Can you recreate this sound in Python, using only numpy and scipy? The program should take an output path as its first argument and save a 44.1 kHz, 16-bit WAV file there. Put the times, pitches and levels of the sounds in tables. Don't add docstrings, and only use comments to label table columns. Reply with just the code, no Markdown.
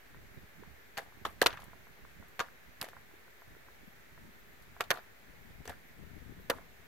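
import sys
import numpy as np
from scipy import signal
from scipy.fft import rfft, irfft
from scipy.io import wavfile
from scipy.ndimage import uniform_filter1d

SR = 44100
rng = np.random.default_rng(int(sys.argv[2]) if len(sys.argv) > 2 else 0)


def undo_db(level):
    steps = np.asarray(level, float) / 20
    return 10 ** steps


def dump(signal):
    limited = np.clip(np.atleast_2d(signal).T, -1, 1)
    pcm = np.round(limited * 32767).astype(np.int16)
    wavfile.write(sys.argv[1], SR, pcm)


N = 302967

TOP_HZ = 15780
TICK_HZ = 1200
CHANCE_SPREAD_DB = 15

# start_s, level_db, left_right_db
BREEZE = [(0, -70.5, 0), (.15, -60.5, -4), (.7, -70, -12.5), (1.05, -66.5, -3.5), (1.45, -58.5, -10.5),
          (1.9, -67, -8.5), (2.45, -67, -5.5), (3.35, -69.5, -1), (4.2, -65.5, -2), (4.75, -62.5, 0),
          (5.1, -69, 4), (5.55, -58.5, 13.5), (5.85, -63.5, -3), (6.15, -59, 20.5), (6.5, -58, 0.5),
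          (6.87, -66, 14.5)]
# start_s, strength_db
SHIFTS = [(0.1462, -44.5), (0.636, -40.5), (1.6563, -48), (1.7334, -40.5), (1.8701, -43), (2.051, -40),
          (2.2268, -42), (2.8095, -41), (2.9333, -39.5), (2.9675, -38), (3.1128, -50.2), (3.2801, -46),
          (3.4203, -43), (3.5506, -47.5), (3.686, -43), (4.1779, -43.2), (4.766, -40), (5.6568, -39),
          (6.3912, -51.2), (6.5855, -38), (6.615, -49)]
# start_s, level_db, t60_s, pitch_hz
PATTER = [
    (.98, -47.5, 0.16, 1310),
    (1.26, -51.5, 0.2, 1390),
    (1.475, -50, 0.65, 1740),
    (2.41, -51.5, 0.21, 1310),
    (2.814, -49, 0.2, 1900),
    (4.814, -59, 0.081, 1500),
    (4.92, -48.5, 0.32, 1190),
    (5.676, -52.5, 0.22, 1980),
    (6.51, -51, 0.27, 990),
]


def evened(x):
    return x / np.sqrt(np.mean(x ** 2) + 1e-20)


def peaked(x):
    return x / abs(x).max()


def read(points, hz):
    f, value = np.transpose(points)
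    return np.interp(np.log(hz + 1), np.log(f + 1), value)


def add(mix, s, sound, pan_db):
    part = mix[:, max(round(s * SR), 0):][:, :sound.shape[1]]
    part += sound[:, :part.shape[1]] * undo_db(np.array([[pan_db / 2], [-pan_db / 2]]))


def pair(noise, same):
    same = np.clip(same, -1, 1)
    return np.array([noise[0], same * noise[0] + np.sqrt(1 - same ** 2) * noise[1]])


def coloured(x, db):
    return irfft(rfft(x) * undo_db(db), x.shape[-1])


def burst(t, rise, t60):
    shape = (1 - np.exp(-(t / rise) ** 2)) * undo_db(-60 * t / t60)
    return shape / shape.max()


def field(points_db):
    z = rng.standard_normal((points_db.shape[-1], points_db.shape[-2], 4)).T
    z = (z[:2] + 1j * z[2:]) * undo_db(points_db)
    size = 2 * points_db.shape[-2] - 4
    return signal.istft(z, nperseg=size, noverlap=size * 3 // 4)[1][:, :N]


def pan_rings(hz):
    # pitch_hz, lift_db
    pan_modes = [(1000, 7.5), (1230, 5.5), (1410, -9.5), (1680, 9), (3150, -2), (4050, -6), (4430, 0.5),
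                 (5070, -5.5)]
    return sum(db / (1 + ((hz - f) / (0.09 * f)) ** 2) for f, db in pan_modes)


def hiss():
    # pitch_hz, density_db
    hiss_spectrum = [(150, -13), (250, 0), (302, -10.5), (392, 2), (483, -4.5), (695, -4), (1110, -7.5),
                     (1770, -1), (2980, -12), (3790, -12.5), (5090, -18), (6490, -17.5), (9340, -23),
                     (12800, -16), (15700, -16.5)]
    frames, hz = N // 256 + 5, np.fft.rfftfreq(1024, 1 / SR)
    patches = uniform_filter1d(rng.standard_normal((frames, 513)), 10, 0)
    patches = evened(uniform_filter1d(patches, 12, 1)).T
    colour_db = read(hiss_spectrum, hz) + 2.74 / (1 + ((hz - 2200) / 300) ** 2)
    colour_db -= 40 * (hz > TOP_HZ + 120)
    return undo_db(-59) * evened(field(colour_db[:, None] + .6 * patches))


def breeze_db(t):
    # start_s, lift_db, half_length_s
    gust_rows = [(0.19, 3, 0.083), (0.376, 9.5, 0.019), (0.433, 7.5, 0.015), (0.624, 7, 0.026),
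                 (0.685, 7, 0.033), (1.24, 2.5, 0.055), (2.028, 10, 0.023), (2.195, 10, 0.042),
                 (2.685, 6.5, 0.034), (3.005, 6.5, 0.075), (3.506, 11.5, 0.032), (3.83, 6, 0.07),
                 (4.223, 8, 0.068), (4.3, 5.5, 0.018), (4.623, 3, 0.012), (5.695, 8.5, 0.024),
                 (6.297, 9, 0.012)]
    s, level_db, _ = np.transpose(BREEZE)
    gusts_db = sum(db * np.exp(-((t - at) / half) ** 2) for at, db, half in gust_rows)
    return np.interp(t, s, level_db) + gusts_db


def wind():
    # pitch_hz, density_db
    gust_spectrum = [(15, -1), (40, 0), (80, -7.5), (150, -6.5), (300, -15), (600, -27.5), (1200, -58),
                     (3000, -120)]
    frames, hz = N // 128 + 5, np.fft.rfftfreq(512, 1 / SR)
    s, _, side_db = np.transpose(BREEZE)
    gust_db = breeze_db((np.arange(frames) - 2) * 128 / SR)
    eddies = evened(uniform_filter1d(rng.standard_normal((frames, 2)), 5, 0)).T[:, None]
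    height = np.clip(np.log2((hz[:, None] + 20) / 60) / 2, 0, 1.5)
    lumps_db = (2.3 + 4.0 * height) * np.minimum(eddies, 2)
    lumps_db = lumps_db + 0.48 * height * (gust_db + 44.5)
    rumble = evened(field(read(gust_spectrum, hz)[:, None] + lumps_db))
    t = np.arange(N) / SR
    balance_db = np.array([[.5], [-.5]]) * (np.interp(t, s, side_db) - 1.0)
    return undo_db(breeze_db(t) + 4.0 + balance_db) * rumble


def ticks():
    out, u = np.zeros((2, N)), np.arange(-100, 100) / SR * TICK_HZ
    push = np.cos(2 * np.pi * u - .2) * np.exp(-(u / .5) ** 2)
    for s, db in SHIFTS:
        add(out, s - 100 / SR, undo_db(db) * np.array([push, push]), -2)
    return out


def whines():
    # start_s, length_s, start_hz, end_hz
    whine_rows = [(0.322, .1, 13100, 13300), (0.832, 0.06, 13000, 12800), (1.26, 0.093, 12200, 12600),
                  (1.825, 0.081, 12900, 12600), (2.345, 0.11, 12900, 13200), (3.364, 0.08, 12800, 12900),
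                  (3.852, 0.085, 12900, 13000), (4.36, 0.073, 13200, 13300), (4.464, 0.083, 13100, 13300),
                  (4.962, .09, 12900, 13100), (5.37, .09, 13100, 13400), (5.832, 0.13, 13350, 12700),
                  (6.39, .08, 13200, 13200)]
    out = np.zeros((2, N))
    noise = rng.standard_normal((len(whine_rows), 2, 8192))
    for (s, length, start_hz, end_hz), fuzz in zip(whine_rows, noise):
        size = min(round(length * SR), 8192)
        turns = np.cumsum(np.linspace(start_hz, end_hz, size)) / SR
        flutter = .3 + evened(uniform_filter1d(fuzz, 110))[:, :size]
        tone = np.cos(2 * np.pi * turns) * signal.windows.tukey(size, .4)
        add(out, s, undo_db(-71.0) * flutter * tone, 0)
    return out


def thumps():
    # start_s, strength_db, pitch_hz, left_right_db
    thump_rows = [(0.58, -53, 161, -16), (0.592, -51, 278, -16), (0.602, -52, 220, -17),
                  (0.623, -45, 400, -13), (.674, -50.5, 165, -16), (3.136, -49.5, 355, -13),
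                  (3.564, -48.5, 403, -7), (3.876, -53, 204, 19), (6.022, -55, 189, 22), (6.1, -65, 156, 9),
                  (6.161, -46, 268, 19.5), (6.294, -51, 268, 18), (6.321, -52, 363, 19)]
    out, t = np.zeros((2, N)), np.arange(-700, 700) / SR
    for s, db, pulse_hz, pan_db in thump_rows:
        turn = 2 * np.pi * pulse_hz * t + np.array([[.5], [2.2]])
        pulse = np.cos(turn) * np.exp(-(t * pulse_hz / 1.1) ** 2)
        add(out, s - 500 / SR, undo_db(db - 2.0) * pulse, pan_db)
    return out


def tumbles():
    chance = rng.standard_normal((len(PATTER), 10, 4))
    s, db, t60, _ = np.transpose(PATTER)[:, :, None]
    after = np.cumsum(0.0059 * np.exp(0.37 * chance[..., 0]), 1)
    strength_db = db - .5 * 60 * after / t60
    strength_db = strength_db - 0.5 * np.clip(chance[..., 1], -2, 1.5)
    return (s + after).ravel(), strength_db.ravel(), *chance[..., 2:].reshape(-1, 2).T


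def all_crinkles(tumbling):
    # start_s, strength_db, brightness_db, left_right_db
    crack_rows = [(.9768, -27.5, -0.5, 6), (.9842, -31, -3, 1), (1.2514, -35, -4.5, 18),
                  (1.2541, -39, -3, -24), (1.265, -36.5, -23, 10), (1.4167, -13, 0.5, -4),
                  (1.4248, -15, -2, 1), (1.4288, -34, -9, 5), (1.4613, -11.5, -5.5, -1),
                  (1.464, -14.5, -13, 4), (1.4678, -10.5, -7.5, 5), (1.471, -26.5, -2, -12),
                  (2.3943, -25.5, -5, 5), (2.4025, -31.5, -9, 21), (2.4076, -37.5, -7, -26),
                  (2.8143, -23, 4, -3), (2.817, -43, 8, -8), (2.8275, -30.5, 11, 0), (4.8076, -22.5, -2, 2),
                  (4.811, -37, -13, 8), (4.816, -32.5, -2, 2), (4.9053, -13.5, -3, -1),
                  (4.9119, -20.5, -6, 12), (4.9168, -25.5, -21, -9), (5.6776, -38, 4, 0),
                  (5.6928, -44.5, -1, 0), (5.6958, -33.5, -2, 1), (6.5, -17, 1, 0), (6.5042, -19, -16.5, 4),
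                  (6.5068, -29, 1, -4)]
    # start_s, strength_db, brightness_db
    crinkle_rows = [(0.972, -31, -18), (0.99, -38, -7), (1.4395, -31, -7), (1.4795, -33, -11),
                    (1.506, -36, -22), (1.5287, -36, -24), (1.572, -42, -13), (1.602, -44, 3),
                    (1.62, -46.5, -5), (1.641, -45.5, 10), (2.2835, -53, 15), (2.844, -36, -1),
                    (2.8617, -52, 1), (2.8872, -42, 1), (4.6237, -50, 2), (4.8395, -39, -6),
                    (4.933, -41, 11), (4.973, -46, -30), (5.655, -40.5, 0)]
    side_db = 7
    s, db, where, sway = tumbling
    bright_db = -3 + CHANCE_SPREAD_DB * np.tanh(where)
    creases = zip(s, db + 1.5, bright_db, side_db * (1 + sway))
    return crack_rows + [(*row, side_db) for row in crinkle_rows] + list(creases)


def crinkles(rows):
    # pitch_hz, level_db
    foil_spectrum = [(1800, -7.5), (2800, 3), (4200, 5.5), (5500, -2.5), (9000, -11), (12500, -7),
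                     (15500, -16.5)]
    out, t = np.zeros((2, N)), np.arange(2048) / SR
    hz = np.fft.rfftfreq(2048, 1 / SR)
    noise = rng.standard_normal((len(rows), 2, 2048))
    noise *= undo_db(1.8 * np.minimum(rng.exponential(1, noise[:, :1].shape), 4))
    after = np.maximum(t - .003, 0)
    lag = np.exp(-2j * np.pi * hz * np.array([[.0037], [.0037 - 1.5 / SR]]))
    for (s, db, bright_db, pan_db), fizz in zip(rows, noise):
        soft = np.clip(-(db + 23.5) / 30, 0, 1)
        creak = undo_db(-39.0) * burst(t, 0.0043, 0.04)
        rustle = undo_db(-8.5) * burst(after, 0.0019, 0.024 + 0.095 * soft)
        shape = creak + burst(after, 0.00053, 0.0062) + rustle
        colour_db = read(foil_spectrum, hz) + pan_rings(hz)
        colour_db = colour_db + (bright_db + 3.0) * 1.22 / (1 + (7000 / (hz + 1)) ** 6)
        snap = (.9 - 0.85 * soft) * peaked(irfft(undo_db(colour_db) * lag, 2048))
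        crackle = 0.28 * evened(coloured(pair(fizz, 0.33), colour_db)) * shape
        add(out, s - .0038, undo_db(db + 2.5) * np.tanh(snap + crackle), pan_db)
    return out


def rings(rows, rise_s, fall_s, skew):
    out, t = np.zeros((2, N)), np.arange(-200, 500) / SR
    shape = np.where(t < 0, np.exp(-(t / rise_s) ** 2), 1 / np.cosh(t / fall_s))
    chance = rng.standard_normal((len(rows), 2))
    for (s, db, ring_hz, *pan_db), (turn, apart) in zip(rows, chance):
        angle = 2 * np.pi * (ring_hz * t + turn) + skew * apart * np.array([[.5], [-.5]])
        add(out, s - 200 / SR, undo_db(db) * shape * np.cos(angle), sum(pan_db))
    return out


def struck_modes():
    # start_s, strength_db, pitch_hz, left_right_db
    panel_rows = [(0.975, -34.5, 1600, -8), (0.9782, -34, 1810, -7), (0.9837, -34, 1650, 1),
                  (0.9864, -32, 1700, 4), (0.9917, -32.5, 1830, -7), (1.2545, -25.5, 1300, 0),
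                  (1.2582, -27, 960, -6), (1.4195, -14, 1690, -3), (1.4332, -22, 920, 1),
                  (1.462, -15, 1050, 3), (1.4642, -16, 1450, -7.5), (1.4692, -27, 1960, -12),
                  (2.3952, -31.5, 1230, 0), (2.402, -29, 1330, 0), (2.4047, -38, 1400, -4),
                  (2.4085, -22.5, 1270, -2), (2.4157, -31, 1260, -3), (2.8172, -44, 1280, 6),
                  (2.8195, -42, 1740, 7), (2.8242, -41, 1270, 8), (2.8282, -42, 1800, -9),
                  (2.8437, -40, 1900, -7), (4.804, -34, 940, -1), (4.8042, -35, 1720, -4),
                  (4.808, -23, 1190, -1), (4.8087, -26.5, 1920, -6), (4.8125, -27, 1400, -1),
                  (4.9057, -22, 1680, -6), (4.9092, -23, 1450, 4), (4.915, -24, 1770, -18),
                  (5.6789, -43, 1280, -3), (5.6959, -35.5, 940, 1), (5.7009, -39, 1820, -9),
                  (5.7049, -41, 1020, 4), (5.7064, -39, 1700, -1), (6.503, -23.5, 1540, 0),
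                  (6.5065, -28, 1940, -2), (6.5154, -26.5, 1470, 0)]
    # start_s, strength_db, pitch_hz, left_right_db
    crease_rows = [(0.977, -38, 4600, 8), (0.9772, -42, 6960, -1), (0.9844, -41, 3460, 7),
                   (1.2547, -35.5, 3370, 17), (1.2649, -46, 3750, 7), (1.417, -22, 4370, 12),
                   (1.4617, -29, 3070, 5), (1.4637, -19, 4050, 3), (1.464, -18, 3030, 5),
                   (1.4687, -15, 3920, -6), (2.3945, -47, 2950, 2), (2.4, -36, 3420, -8),
                   (2.4025, -31, 6670, 2), (2.4057, -39, 3500, 5), (2.8142, -32, 4800, -12),
                   (2.815, -45, 2840, -6), (2.8177, -36, 2670, -8), (2.819, -37, 4020, -13),
                   (4.8107, -39, 4640, 16), (4.811, -24, 2500, 5), (4.9057, -26.5, 6050, -1),
                   (4.9057, -28, 3000, 7), (4.912, -20.5, 3600, 5), (4.915, -34, 6360, 0),
                   (4.9152, -30, 11900, -2), (4.974, -45, 3970, 2), (5.6769, -44, 4800, 7),
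                   (5.6774, -39, 6030, 5), (6.5017, -27, 2730, -5), (6.5077, -45, 3530, -5)]
    # start_s, strength_db, pitch_hz
    boom_rows = [(0.9797, -36.5, 820), (0.9877, -35.5, 795), (0.9912, -40, 610), (0.9989, -42, 580.0),
                 (1.2624, -38, 740), (1.2649, -37, 375), (1.42, -16, 460), (1.4305, -34, 510),
                 (1.4625, -23, 424), (1.4722, -27.5, 567), (1.4769, -34, 540), (2.394, -36, 550),
                 (2.41, -31.5, 500), (2.8274, -39, 856), (2.8319, -42, 656), (2.8374, -41.5, 390.0),
                 (2.8429, -39.5, 627), (4.809, -32, 527), (4.8125, -34, 810), (4.8177, -42, 714),
                 (4.911, -22.5, 585), (5.6572, -43, 473), (5.6777, -41.5, 430.0), (5.7016, -42, 524),
                 (5.7081, -39.5, 660), (6.501, -19.5, 530), (6.5065, -29.5, 1000), (6.511, -37, 590),
                 (6.5169, -30, 520.0)]
    # start_s, strength_db, pitch_hz
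    rebound_rows = [(1.0085, -54, 620.0), (1.009, -52, 1920.0), (1.0205, -46, 520.0), (1.0215, -53, 1720.0),
                    (1.4533, -47, 11800), (1.4867, -37, 520.0), (1.4952, -39, 1120.0),
                    (1.5054, -38, 1420.0), (1.5057, -55, 3620.0), (1.5142, -47, 1290.0),
                    (1.5189, -40, 1700), (1.5286, -50, 4220.0), (1.5301, -37, 1540), (1.5366, -43, 1100.0),
                    (1.5421, -36.5, 880.0), (1.5496, -49, 1460.0), (1.5568, -43, 1550.0),
                    (1.5656, -57, 1400.0), (1.5743, -37.5, 1270), (1.593, -41, 920), (1.5972, -46, 1240),
                    (1.6212, -44, 1100.0), (1.6329, -42, 855), (2.4307, -50, 1250.0), (2.4402, -52, 1770.0),
                    (2.4447, -43, 1770.0), (2.4552, -49, 1070), (2.4863, -42.5, 1510.0),
                    (2.851, -48, 1590.0), (2.8682, -44, 950.0), (2.8879, -45.5, 686), (2.8882, -45, 1840),
                    (4.8255, -52, 1350), (4.8417, -52, 1960.0), (4.9225, -34, 875), (4.9332, -35.0, 1260),
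                    (4.9407, -45, 1080.0), (4.9494, -35, 1460), (4.9572, -43, 540.0), (4.9646, -43, 900.0),
                    (4.9739, -34, 1300), (4.9876, -40, 696), (4.9926, -40.5, 1470), (5.7212, -43, 1490),
                    (5.7394, -47, 1620), (6.529, -44, 580.0), (6.5385, -39, 1020),
                    (1.063, -48, 800),
        (1.075, -53, 750),
        (1.0865, -52, 750),
        (1.1238, -49, 1040),
        (5.73, -44, 1300),
    ]
    # start_s, strength_db, pitch_hz, left_right_db
    rim_rows = [
        (2.2835, -55, 15000, 14),
        (2.3945, -41, 15000, 3),
        (5.6772, -43, 7600, -5),
    ]
    out = rings(panel_rows, 0.00096, 0.0005, 0.61)
    out += rings(crease_rows, 0.00036, 0.00045, 1.35)
    out += rings(boom_rows, 0.0019, 0.001, .1)
    out += rings(rebound_rows, 0.00049, 0.00068, 0.3)
    return out + rings(rim_rows, .0003, 0.00044, 1.0)


def all_blows(tumbling):
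    # start_s, strength_db, patch_hz, boom_db
    blow_rows = [(.976, -38, 1570, -19), (.9839, -26, 1340, 0), (.9863, -45, 1430, -9),
                 (1.2523, -27.5, 1280, 1.5), (1.2539, -18, 1400, -32), (1.2573, -29.5, 1020, -17),
                 (1.4171, -14.5, 1630, -9), (1.4198, -15, 1690, -1.5), (1.4337, -19, 1030, -15),
                 (1.4628, -16, 1290, -21), (1.4651, -15, 1460, -9), (2.395, -20.5, 1370, -6),
                 (2.4009, -16.5, 1400, -26), (2.4044, -16.5, 1400, -24), (2.4073, -24.5, 1360, -4.5),
                 (2.4154, -23, 1260, -23), (2.8215, -39, 1720, -5), (2.8255, -37.5, 1280, -9),
                 (4.805, -28, 1390, -23), (4.8082, -28, 1460, -7), (4.8129, -23, 1760, -7.5),
                 (4.9066, -32, 1600, -20), (4.909, -33, 1450, 5), (4.9153, -15, 1590, -8.5),
                 (5.679, -36, 1400, 2), (5.696, -30.5, 1180, -6), (6.4988, -25, 1400, 4.5),
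                 (6.5005, -18.5, 1320, 2), (6.5026, -18, 1520, -18), (6.506, -22.5, 1390, -17)]
    s, db, where, sway = tumbling
    patch_hz = 1400 * np.exp(0.18 * np.tanh(where))
    light = zip(s, db - 3.5, patch_hz, -5.5 + CHANCE_SPREAD_DB * np.tanh(sway))
    hard = [(at, db - 7, hz, boom_db - 5.5) for at, db, hz, boom_db in blow_rows]
    shifting = [(at + 0.00196, db - 9, TICK_HZ, -8) for at, db in SHIFTS]
    return hard + shifting + list(light)


def blows(rows):
    # pitch_hz, width_hz, level_db
    dome_modes = [(418, 130, 13), (497, 59, 10), (699, 71, 21.5)]
    out, t = np.zeros((2, N)), np.arange(2048) / SR
    hz = np.fft.rfftfreq(2048, 1 / SR)
    dome = sum(undo_db(db) / np.sqrt(1 + (2 * (hz - f) / w) ** 4) for f, w, db in dome_modes)
    dome_db = 20 * np.log10(dome)
    noise = rng.standard_normal((len(rows), 2, 2, 2048))
    for (s, db, patch_hz, boom_db), (shake, sway) in zip(rows, noise):
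        u = (t - .002) * patch_hz
        push = np.cos(2 * np.pi * u - .6) * np.exp(-(u / 0.73) ** 2)
        hard = np.clip((db + 57.0) / 20, .15, 1)
        near_db = -14 * np.log2((hz + 30) / patch_hz) ** 2 + pan_rings(hz)
        rattle = coloured(pair(shake, 0.86), near_db) * burst(t, 0.00028, .05 - 0.015 * hard)
        boom = coloured(pair(sway, 0.97), dome_db) * burst(t, 0.0009, 0.012 + 0.057 * hard)
        blow = (1.2 - 0.77 * hard) * push + hard * peaked(rattle)
        blow = blow + undo_db(boom_db + 3.5) * peaked(boom)
        add(out, s - .002, undo_db(db) * blow, -1.2)
    return out


def jolts():
    # start_s, strength_db
    jolt_rows = [
        (0.98, -50),
        (1.254, -56),
        (1.421, -49),
        (1.465, -56),
        (2.402, -42.5),
        (2.82, -43.5),
        (4.811, -54.5),
        (4.91, -44),
        (5.694, -44),
        (6.502, -41),
    ]
    out, u = np.zeros((2, N)), (np.arange(1500) / SR - .004) * 137
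    push = peaked(np.sin(2 * np.pi * u) * np.exp(-(u / 0.27) ** 2))
    for s, db in jolt_rows:
        add(out, s - .004, undo_db(db) * np.array([push, push]), 0)
    return out


def settling():
    out, t = np.zeros((2, N)), np.arange(16384) / SR
    hz = np.fft.rfftfreq(16384, 1 / SR)
    noise = rng.standard_normal((len(PATTER), 3, 16384))
    for (s, db, t60, patter_hz), grains in zip(PATTER, noise):
        clumps = undo_db(4.2 * evened(uniform_filter1d(grains[2], 200)))
        colour_db = -7 * np.log2((hz + 30) / patter_hz) ** 2 + pan_rings(hz)
        patter = evened(coloured(pair(grains, 0.46), colour_db))
        add(out, s, undo_db(db) * patter * clumps * burst(t, 0.0024, t60), 0)
    return out


def snaps():
    # start_s, strength_db, direction (outward 1, inward -1)
    snap_rows = [(1.416, -15, 1), (1.4638, -11.5, -1), (1.4953, -40, 1), (1.5206, -34, 1), (2.3942, -22, 1),
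                 (2.8136, -32, 1), (2.8276, -26, 1), (2.8632, -41, 1), (2.8875, -35.5, 1), (4.8033, -38, 1),
                 (4.8072, -18, 1), (4.9056, -10.5, 1), (5.676, -42, 1)]
    out = np.zeros((2, N))
    lag_s, width_s = .00004, .00006
    u = (np.arange(-30, 60) / SR - np.array([[0], [lag_s]])) / width_s
    spike = np.exp(-u ** 2 / 2) - .5 * np.exp(-(u - 3) ** 2 / 8)
    for s, db, way in snap_rows:
        add(out, s - 30 / SR, np.sign(way) * undo_db(db) * spike, -1)
    return out


def rocks(x):
    # pitch_hz, t60_s
    rock_decay = [(200, 0.14), (1000, 0.17), (4000, 0.013), (12000, 0.059)]
    taps = np.zeros((2, SR // 3))
    jitter = rng.integers(0, 40, (2, (SR // 3 - 121) // 40))
    at = np.arange(120, SR // 3 - 40, 40) + jitter
    np.put_along_axis(taps, at, rng.choice([-1., 1.], at.shape), 1)
    hz, t, z = signal.stft(taps, SR, nperseg=256)
    t60 = np.maximum(read(rock_decay, hz), .01)[:, None]
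    tail = signal.istft(z * undo_db(-60 * t / t60), SR, nperseg=256)[1]
    return signal.fftconvolve(x, tail / np.linalg.norm(tail[0]), axes=1)[:, :N]


def scene():
    tumbling = tumbles()
    pan = ticks() + crinkles(all_crinkles(tumbling)) + struck_modes()
    pan += blows(all_blows(tumbling)) + settling() + snaps()
    air = hiss() + wind() + whines() + thumps()
    return pan + undo_db(-16.5) * rocks(pan) + jolts() + air


def roll_off(x):
    return signal.sosfilt(signal.butter(12, 15780, fs=SR, output="sos"), x)


def record(dry):
    heard = signal.lfilter(*signal.butter(2, 38, "high", fs=SR), dry)
    heard = signal.sosfilt(signal.cheby2(10, 60, 17100, fs=SR, output="sos"), heard)
    return roll_off(heard - .0008)


dry = scene()
out = record(dry)
dump(out)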